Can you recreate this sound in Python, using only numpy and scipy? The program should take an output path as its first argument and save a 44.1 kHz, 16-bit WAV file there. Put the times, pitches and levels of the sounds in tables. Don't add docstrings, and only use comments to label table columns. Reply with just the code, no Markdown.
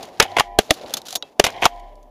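import sys
import numpy as np
from scipy import signal
from scipy.fft import rfft, irfft, next_fast_len
from scipy.io import wavfile
from scipy.ndimage import map_coordinates

SR = 44100
rng = np.random.default_rng(int(sys.argv[2]) if len(sys.argv) > 2 else 0)


def output_pcm(signal):
    pcm = np.clip(np.atleast_2d(signal).T, -1, 1) * 32767
    wavfile.write(sys.argv[1], SR, np.round(pcm).astype(np.int16))


def elevation(decibels):
    levels = np.asarray(decibels, float)
    return 10 ** (levels / 20)


N = 92610


def unit(x):
    return x / np.sqrt(np.mean(x ** 2) + 1e-20)


def filtered(x, response):
    m = next_fast_len(N + SR // 2)
    return irfft(rfft(x, m) * response(np.fft.rfftfreq(m, 1 / SR)), m)[:N]


def coloured(points, x=None):
    f, v = np.transpose(points)
    x = rng.standard_normal(N) if x is None else x
    return unit(filtered(x, lambda hz: elevation(np.interp(np.log(hz + 1), np.log(f + 1), v, -120, -120))))


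def curve(rows):
    return np.interp(np.arange(N) / SR, *np.transpose(rows))


def wobble(rate):
    knots = rng.standard_normal(int(N * rate / SR) + 4)
    return map_coordinates(knots, [np.arange(N) * rate / SR])


def grains(per_s, spike_db):
    u = rng.random((3, N))
    return (u[0] < per_s / SR) * np.sign(u[1] - .5) * elevation(-spike_db * np.log(u[2] + 0.13))


def since(s):
    return np.maximum(np.arange(N) / SR - s, 0)


def sine(hz, t, phase=0):
    return np.sin(2 * np.pi * hz * t + phase)


def strike(s, t60, attack_s, hold_s=0):
    out, first = np.zeros(N), int(s * SR) + 1
    t = np.arange(first, min(N, first + int((hold_s + 2 * t60) * SR))) / SR - s
    release = elevation(-60 * np.maximum(t - hold_s, 0) / t60)
    out[first:first + len(t)] = release * (1 - np.exp(-t / attack_s))
    return out


def stroke(rows):
    out = np.zeros(N)
    for s, length, db, fall_db in rows:
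        stop_db = 60 * since(s + length) / 0.012
        out += elevation(db - fall_db * since(s) / length - stop_db) * (since(s) > 0)
    return out


def rung(s, hz, db, t60, attack_s, blur):
    out, level = np.zeros(N), strike(s, t60, attack_s)
    on = np.flatnonzero(level)
    out[on] = elevation(db) * level[on] * sine(hz, on / SR - s, blur[on])
    return out


FLOOR_DB = -72.5


def hiss():
    return elevation(FLOOR_DB) * coloured([(1000, 3.5), (4000, -3.5), (15500, -6.5)])


# [t/s, level/dB]
GRIP = [(0, -34.5), (.12, -40.5), (.4, -43.5), (.46, -50), (.58, -45.5), (.64, -40), (.7, -41.5),
        (.85, -34.5), (1, -41.5), (1.2, -48.5), (1.38, -49.5), (1.57, -36), (1.7, -46), (2.1, -51.5)]
# [f/Hz, level/dB]
HOUSING_SPECTRUM = [(20, -18.5), (90, -15.5), (250, -6.5), (550, -4), (750, -2), (1050, -10.5), (1400, -31),
                    (2000, -64.5)]


def grip():
    rumble = coloured(HOUSING_SPECTRUM) + 0.62 * coloured(HOUSING_SPECTRUM, grains(300, 2.9))
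    return elevation(curve(GRIP) - 5.0 + 1.3 * wobble(30)) * rumble


# [t/s, level/dB]
STEM_CONTACT = [(0, -47), (.18, -59), (.36, -51.5), (.43, -54.5), (.57, -79), (.62, -55.5), (.74, -49),
                (.98, -48.5), (1.035, -64.5), (1.13, -47), (1.2, -70), (1.25, -60), (1.36, -73.5),
                (1.5, -54.5), (1.6, -52), (1.7, -58.5), (2.1, -86.5)]
# [f/Hz, level/dB]
STEM_SPECTRUM = [(710, -41), (1200, -2.5), (4040, -5.5), (7020, -12.5), (8260, -14.5), (14800, -25.5),
                 (16000, -38)]
SCRAPE_LUMPS_DB = 2.5


def reeds():
    scrape = coloured(STEM_SPECTRUM) + .7 * coloured(STEM_SPECTRUM, grains(1000, 6.2))
    return elevation(curve(STEM_CONTACT) + SCRAPE_LUMPS_DB * wobble(50.32)) * scrape


# [t/s, f/Hz, level/dB, t60/s]
HOUSING_KNOCKS = [(.03, 717, -24, 0.031), (.08, 603, -29, 0.048), (.2, 463.6, -10, .05),
                  (.252, 748, -20.5, 0.054), (.322, 700, -23.5, 0.046), (.6935, 583, -24, 0.058),
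                  (.7075, 630, -1, 0.037), (.7115, 317, -13, 0.053), (.716, 764, -20.5, 0.043),
                  (.7947, 583, -35, .05), (.811, 582, -27.5, 0.058), (.8346, 571, -27.5, 0.079),
                  (.844, 610, -25.5, 0.028), (.9059, 537, -27.5, 0.065), (1.1274, 748, -28, 0.058),
                  (1.154, 722, -22.5, 0.05), (1.566, 734, -28, 0.073)]
KNOCK_BLUR_RAD = .8


def knocks():
    blur = KNOCK_BLUR_RAD * wobble(200)
    return sum(rung(*row, 0.00066, blur) for row in HOUSING_KNOCKS)


# [t/s, peak/dB, t60/s, level above 5 kHz/dB]
LIGHT_TICKS = [(0.0279, -23, 0.047, -4), (0.053, -36, 0.028, 2), (0.173, -37, .02, -19),
               (0.251, -35, 0.0089, -1), (.262, -34, .02, -12), (0.7013, -21, 0.023, -17),
               (0.813, -30, 0.039, -13), (.8346, -33, 0.029, -13), (.881, -34, .015, -4),
               (.896, -29, 0.026, -4), (0.9062, -25.5, 0.018, -5), (1.0562, -33, 0.013, -5),
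               (1.0701, -25, 0.015, 0), (1.107, -26, 0.018, 7.5), (1.134, -37, 0.01, 3),
               (1.494, -30, 0.009, -3), (1.5427, -42, 0.017, -14), (1.565, -35, .02, -18),
               (1.616, -32, 0.013, 1), (1.7607, -45, .02, 0), (0.317, -28, 0.025, -26),
               (0.796, -30, 0.025, -23), (0.861, -25.5, 0.025, -25), (0.9383, -7, 0.026, 3.5),
               (0.9695, -14, 0.049, -0.5), (1.0174, -26, 0.012, 0), (1.0841, -21.5, 0.039, -0.5),
               (1.127, -18.5, 0.016, 4), (1.156, -11.5, 0.037, 2.5), (1.1532, -14.5, 0.039, 3.5),
               (1.2249, -11.5, 0.016, -21), (1.4894, -27, 0.01, -1), (1.5042, -19, 0.0069, 0.5),
               (1.524, -27.5, 0.021, -18), (1.797, -43, 0.031, 2.5), (1.955, -45, 0.018, 1),
               (2.0284, -50.5, 0.03, 4)]
# [f/Hz, level/dB]
TICK_SPECTRUM = [(710, -45.5), (1200, -7.5), (2180, -14.5), (3790, 0.5), (5300, -6), (6440, -4), (8170, -9),
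                 (14700, -16.5), (16000, -32.5)]
TICK_HOUSING_DB = -16.5


def ticks():
    noise = coloured(TICK_SPECTRUM)
    low = filtered(noise, lambda hz: 1 / (1 + (hz / 5000) ** 8))
    high = noise - low
    out, thud = np.zeros(N), np.zeros(N)
    for s, db, t60, high_db in LIGHT_TICKS:
        out += elevation(db - 6.5) * strike(s, t60, 0.000081) * (low + elevation(high_db) * high)
        thud += elevation(db + TICK_HOUSING_DB) * strike(s, 0.067, 0.0085)
    return out + thud * coloured(HOUSING_SPECTRUM)


# [t/s, f/Hz, level/dB, t60/s]
PART_NOTES = [(.2805, 3050, -32, .024), (.3676, 2120, -15, .021), (.3752, 2920, -19, .021),
              (.3858, 1950, -13, .021), (.3983, 2820, -5, .024), (.5886, 3320, -9, .024),
              (.7066, 3450, -9, .024), (.9395, 3500, -16, .03), (.9545, 3850, -36, .035),
              (.9725, 6250, -26, .028), (1.085, 3900, -30, .045), (1.1545, 3600, -19, .04),
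              (1.1565, 6500, -30, .085), (1.172, 5650, -49, .13), (1.2255, 3900, -24, .028),
              (1.2275, 2650, -49, .22), (1.2272, 3270, -45, .12), (1.6555, 2380, -9, .024),
              (1.666, 13050, -48, .11)]
PART_BLUR_RAD = .55


def small_parts():
    blur = PART_BLUR_RAD * wobble(150)
    return sum(rung(*row, 0.00027, blur) for row in PART_NOTES)


# [t/s, length/s, level/dB, fall/dB]
BRIGHT_DRAGS = [
    (.2244, 0.023, -21, 24.5),
    (1.441, 0.022, -19, 8.5),
    (1.465, 0.019, -25.5, 16),
    (.596, 0.14, -46, 15.5),
    (.715, 0.076, -32, 30),
    (1.054, 0.0925, -43.5, -5),
]
DRAG_LUMPS_DB, DRAG_SPIKE_DB = 3, 4


def drags():
    crackle = coloured(TICK_SPECTRUM, grains(3000, DRAG_SPIKE_DB))
    return stroke(BRIGHT_DRAGS) * elevation(DRAG_LUMPS_DB * wobble(100)) * crackle


# [t/s, level/dB]
LOOSENESS = [(.2, -93.5), (.26, -50.5), (.36, -49), (.43, -44.5), (.5, -67), (.585, -60.5), (.6, -92),
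             (1.45, -93.5), (1.51, -48), (1.62, -45), (1.7, -53.5), (1.85, -63), (2.1, -76.5)]
# [f/Hz, level/dB]
BUZZ_SPECTRUM = [(1400, -14.5), (1950, 1.5), (2250, 3), (2600, -9.5), (3100, 1.5), (3900, -12.5),
                 (5400, -16), (8000, -30)]


def buzz():
    chatter = coloured(BUZZ_SPECTRUM) + 0.48 * coloured(BUZZ_SPECTRUM, grains(560, 3))
    return elevation(curve(LOOSENESS) + 3 * wobble(70)) * chatter


# [t/s, level/dB]
SPRING_HUMS = [
    (0.242, -47.5),
    (.44, -57),
    (1.479, -51),
]
SPRING_S, SPRING_FROM_HZ, SPRING_TO_HZ = .13, 85, 102


def springs():
    out = np.zeros(N)
    for s, db in SPRING_HUMS:
        u = np.clip(since(s) / SPRING_S, 0, 1)
        hz = SPRING_FROM_HZ + (SPRING_TO_HZ - SPRING_FROM_HZ) * u ** .5
        out += elevation(db) * np.abs(np.sin(np.pi * u)) ** .5 * np.sin(2 * np.pi * np.cumsum(hz) / SR)
    return out


REGRIP_S, REGRIP_T60_S, REGRIP_DB, REGRIP_HZ = 1.86, 0.29, -51.5, 586


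def regrip():
    level = elevation(REGRIP_DB + 1.62 * wobble(20)) * strike(REGRIP_S, 1.6, 0.034)
    return level * sine(REGRIP_HZ, since(REGRIP_S), 0.29 * wobble(80))


# [t/s, level/dB, unsteadiness/rad, sway share/0-1, main mode extra/dB]
TUBE_RINGS = [
    (.25, -23.5, 0.77, 0.02, -4.7),
    (.41, -25, 0.24, 0.42, -2),
    (1.5, -27, 1.15, 0.16, 2),
    (1.665, -29.5, 0.38, 0.93, 1.5),
]
TUBE_DAMPED_S = [
    .37,
    .588,
    1.625,
    3,
]
# [f/Hz, level/dB, t60/s]
TUBE_MODES = [(367, -13.5, 0.56), (604, -16.5, 2.8), (702, 1, 0.95), (802, 0, 0.74), (992, -5, 0.96),
              (1740, -28, 1), (1930, -14.5, 0.42), (2350, -24.5, 0.58)]
MAIN_MODE = 2
SWAY_HZ, SWAY_DB, SWAY_T60_S = 35.3, -1, 1.6
GAIN_BACK_S = 0.063
TUBE_FLUTTER_DB, TUBE_BLUR_PER_S, BLUR_GROWS = 2, 120, 1.5


def tube():
    choke_db = 60 * since(REGRIP_S) / REGRIP_T60_S
    out = np.zeros(N)
    for (s, db, unsteady, sways, main_db), end in zip(TUBE_RINGS, TUBE_DAMPED_S):
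        t = since(s)
        ring = np.zeros(N)
        for k, (hz, mode_db, t60) in enumerate(TUBE_MODES):
            level_db = mode_db - 60 * t / t60 + TUBE_FLUTTER_DB * wobble(11.88)
            if k == MAIN_MODE:
                level_db = level_db + main_db - choke_db
            blur = unsteady * (hz / 700) ** BLUR_GROWS * wobble(TUBE_BLUR_PER_S)
            ring += elevation(level_db) * sine(hz, t, blur)
        sway = sways * elevation(SWAY_DB - 60 * t / SWAY_T60_S) * sine(SWAY_HZ, t)
        gain = (1 - np.exp(-t / GAIN_BACK_S)) ** 2
        out += elevation(db - 60 * since(end) / 0.023) * gain * (ring + sway)
    return out


# [t/s, length/s, level/dB, fall/dB]
ACTION_SLIDES = [
    (0.204, 0.061, -11, 26),
    (0.366, 0.037, -19, 12.5),
    (1.442, 0.062, -15, 17.5),
    (1.621, 0.046, -19, 5.5),
]
# [f/Hz, level/dB]
CLATTER_SPECTRUM = [(60, -29.5), (120, -16), (736, 4), (1300, -7.5), (2150, -2.5), (3300, -4.5),
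                    (5000, -23.5), (10700, -31.5), (16000, -43)]
SLIDE_GRAINS_PER_S, SLIDE_SPIKE_DB, SLIDE_LUMPS_DB = 3500, 4.5, 2


def slides():
    chatter = coloured(CLATTER_SPECTRUM, grains(SLIDE_GRAINS_PER_S, SLIDE_SPIKE_DB))
    return stroke(ACTION_SLIDES) * elevation(SLIDE_LUMPS_DB * wobble(180)) * chatter


# [f/Hz, width/Hz, level/dB]
STEEL_MODES = [(2000, 730, -9.5), (2940, 970, -4), (6060, 270, -14.5)]
STEEL_DB = -6


def steel(f):
    modes = sum(elevation(db) * 4j * f * w / (c * c - f * f + 1j * f * w) for c, w, db in STEEL_MODES)
    return 1 + elevation(STEEL_DB) * modes


# [t/s, crack peak/dB, housing re crack/dB, housing f/Hz, hold at full level/s]
SLAMS = [(0.199, 2.5, -10.5, 903, 0.0054), (0.2263, -3.5, -18.5, 830, 0.00087),
         (0.367, -15.5, 8, 750, 0.0022), (0.375, -17.5, 9, 692, 0.0012), (0.384, -13.5, 7.5, 1074, 0.0025),
         (0.389, -12.5, -18, 756, 0.0017), (0.3961, -2.5, -4.5, 1060, 0.0041),
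         (0.4054, -13.5, 12, 836, 0.0018), (.5878, 7.5, -2, 432, 0.002), (0.706, 1.5, -8.5, 557, 0.004),
         (1.3965, 4, 2, 416, 0.0031), (1.4399, -2, -11, 908, 0.0029), (1.4651, -8.5, -1, 742, 0.0019),
         (1.6244, -17, 11, 753, 0.0014), (1.6315, -18, 11, 701, 0.0022), (1.6409, -12, -0.5, 1110, 0.0017),
         (1.6447, -16.5, 0.5, 758, 0.0031), (1.6536, 0.5, -1, 956, 0.0029),
         (1.6609, -10.5, 10.5, 801, 0.0019)]
# [f/Hz, level/dB]
CRACK_SPECTRUM = [(710, -28.5), (1200, 2), (1900, -5.5), (3010, -5.5), (6580, -4), (8080, -7.5),
                  (13300, -16), (16000, -36)]
RELEASE_T60_S, LEAD_S, LEAD_DB = .012, 0.0035, -20.5
AFTER_DB, AFTER_T60_S = -37.5, 0.12
HOUSING_LINGERS_S, HOUSING_TAIL, HOUSING_T60_S = 0.0013, 0.24, 0.057
BODY_HZ, BODY_DB, BODY_T60_S = 203.1, -19.5, 0.037
THUMP_S, THUMP_DB = 0.0019, -7.5


def slams():
    burst, low = np.zeros(N), np.zeros(N)
    clatter = coloured(CLATTER_SPECTRUM)
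    for s, db, rel_db, hz, hold_s in SLAMS:
        crack = strike(s, RELEASE_T60_S, 0.00073, hold_s) + 0.051 * strike(s, 0.093, 0.00067)
        lead = elevation(LEAD_DB) * strike(s - LEAD_S, 0.023, 0.0051)
        after = elevation(AFTER_DB) * strike(s, AFTER_T60_S, 0.0045)
        burst += elevation(db - 10.5) * (crack + lead + after)

        t = since(s)
        note = sine(hz, t) + 0.59 * sine(1.4 * hz, t) + 0.63 * clatter
        envelope = strike(s, 0.0078, 0.0009, hold_s + HOUSING_LINGERS_S)
        envelope += HOUSING_TAIL * strike(s, HOUSING_T60_S, 0.0056)
        low += elevation(db + rel_db - 5.5) * note * envelope
        body = sine(BODY_HZ, t, wobble(60)) * strike(s, BODY_T60_S, 0.00013)
        low += elevation(db + BODY_DB) * 600 / hz * body
        u = t / THUMP_S
        low += elevation(db + THUMP_DB) * u * (1 - u / 2) * np.exp(-u)
    return filtered(burst * coloured(CRACK_SPECTRUM), steel) + low


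def scene():
    background = hiss() + grip() + reeds() + knocks() + ticks() + small_parts() + drags()
    action = buzz() + springs() + regrip() + tube() + slides() + slams()
    return (background + action)[None]


def low_pass(x):
    return signal.sosfilt(signal.butter(12, 16530, fs=SR, output="sos"), x)


NOTCH_HZ, NOTCH_WIDTH_HZ, NOTCH_SHARE = 8250, 450, .7
CLIP_TOP, CLIP_HARD = 1.01, 8
TOP_HZ = 15600


def record(dry):
    heard = filtered(dry[0], lambda hz: 1 - NOTCH_SHARE / (1 + ((hz - NOTCH_HZ) / NOTCH_WIDTH_HZ) ** 2))
    clipped = heard / (1 + np.abs(heard / CLIP_TOP) ** CLIP_HARD) ** (1 / CLIP_HARD)
    limited = filtered(clipped, lambda hz: 1 / (1 + (hz / TOP_HZ) ** 60))
    return low_pass(limited[None])


dry = scene()
out = record(dry)
output_pcm(out)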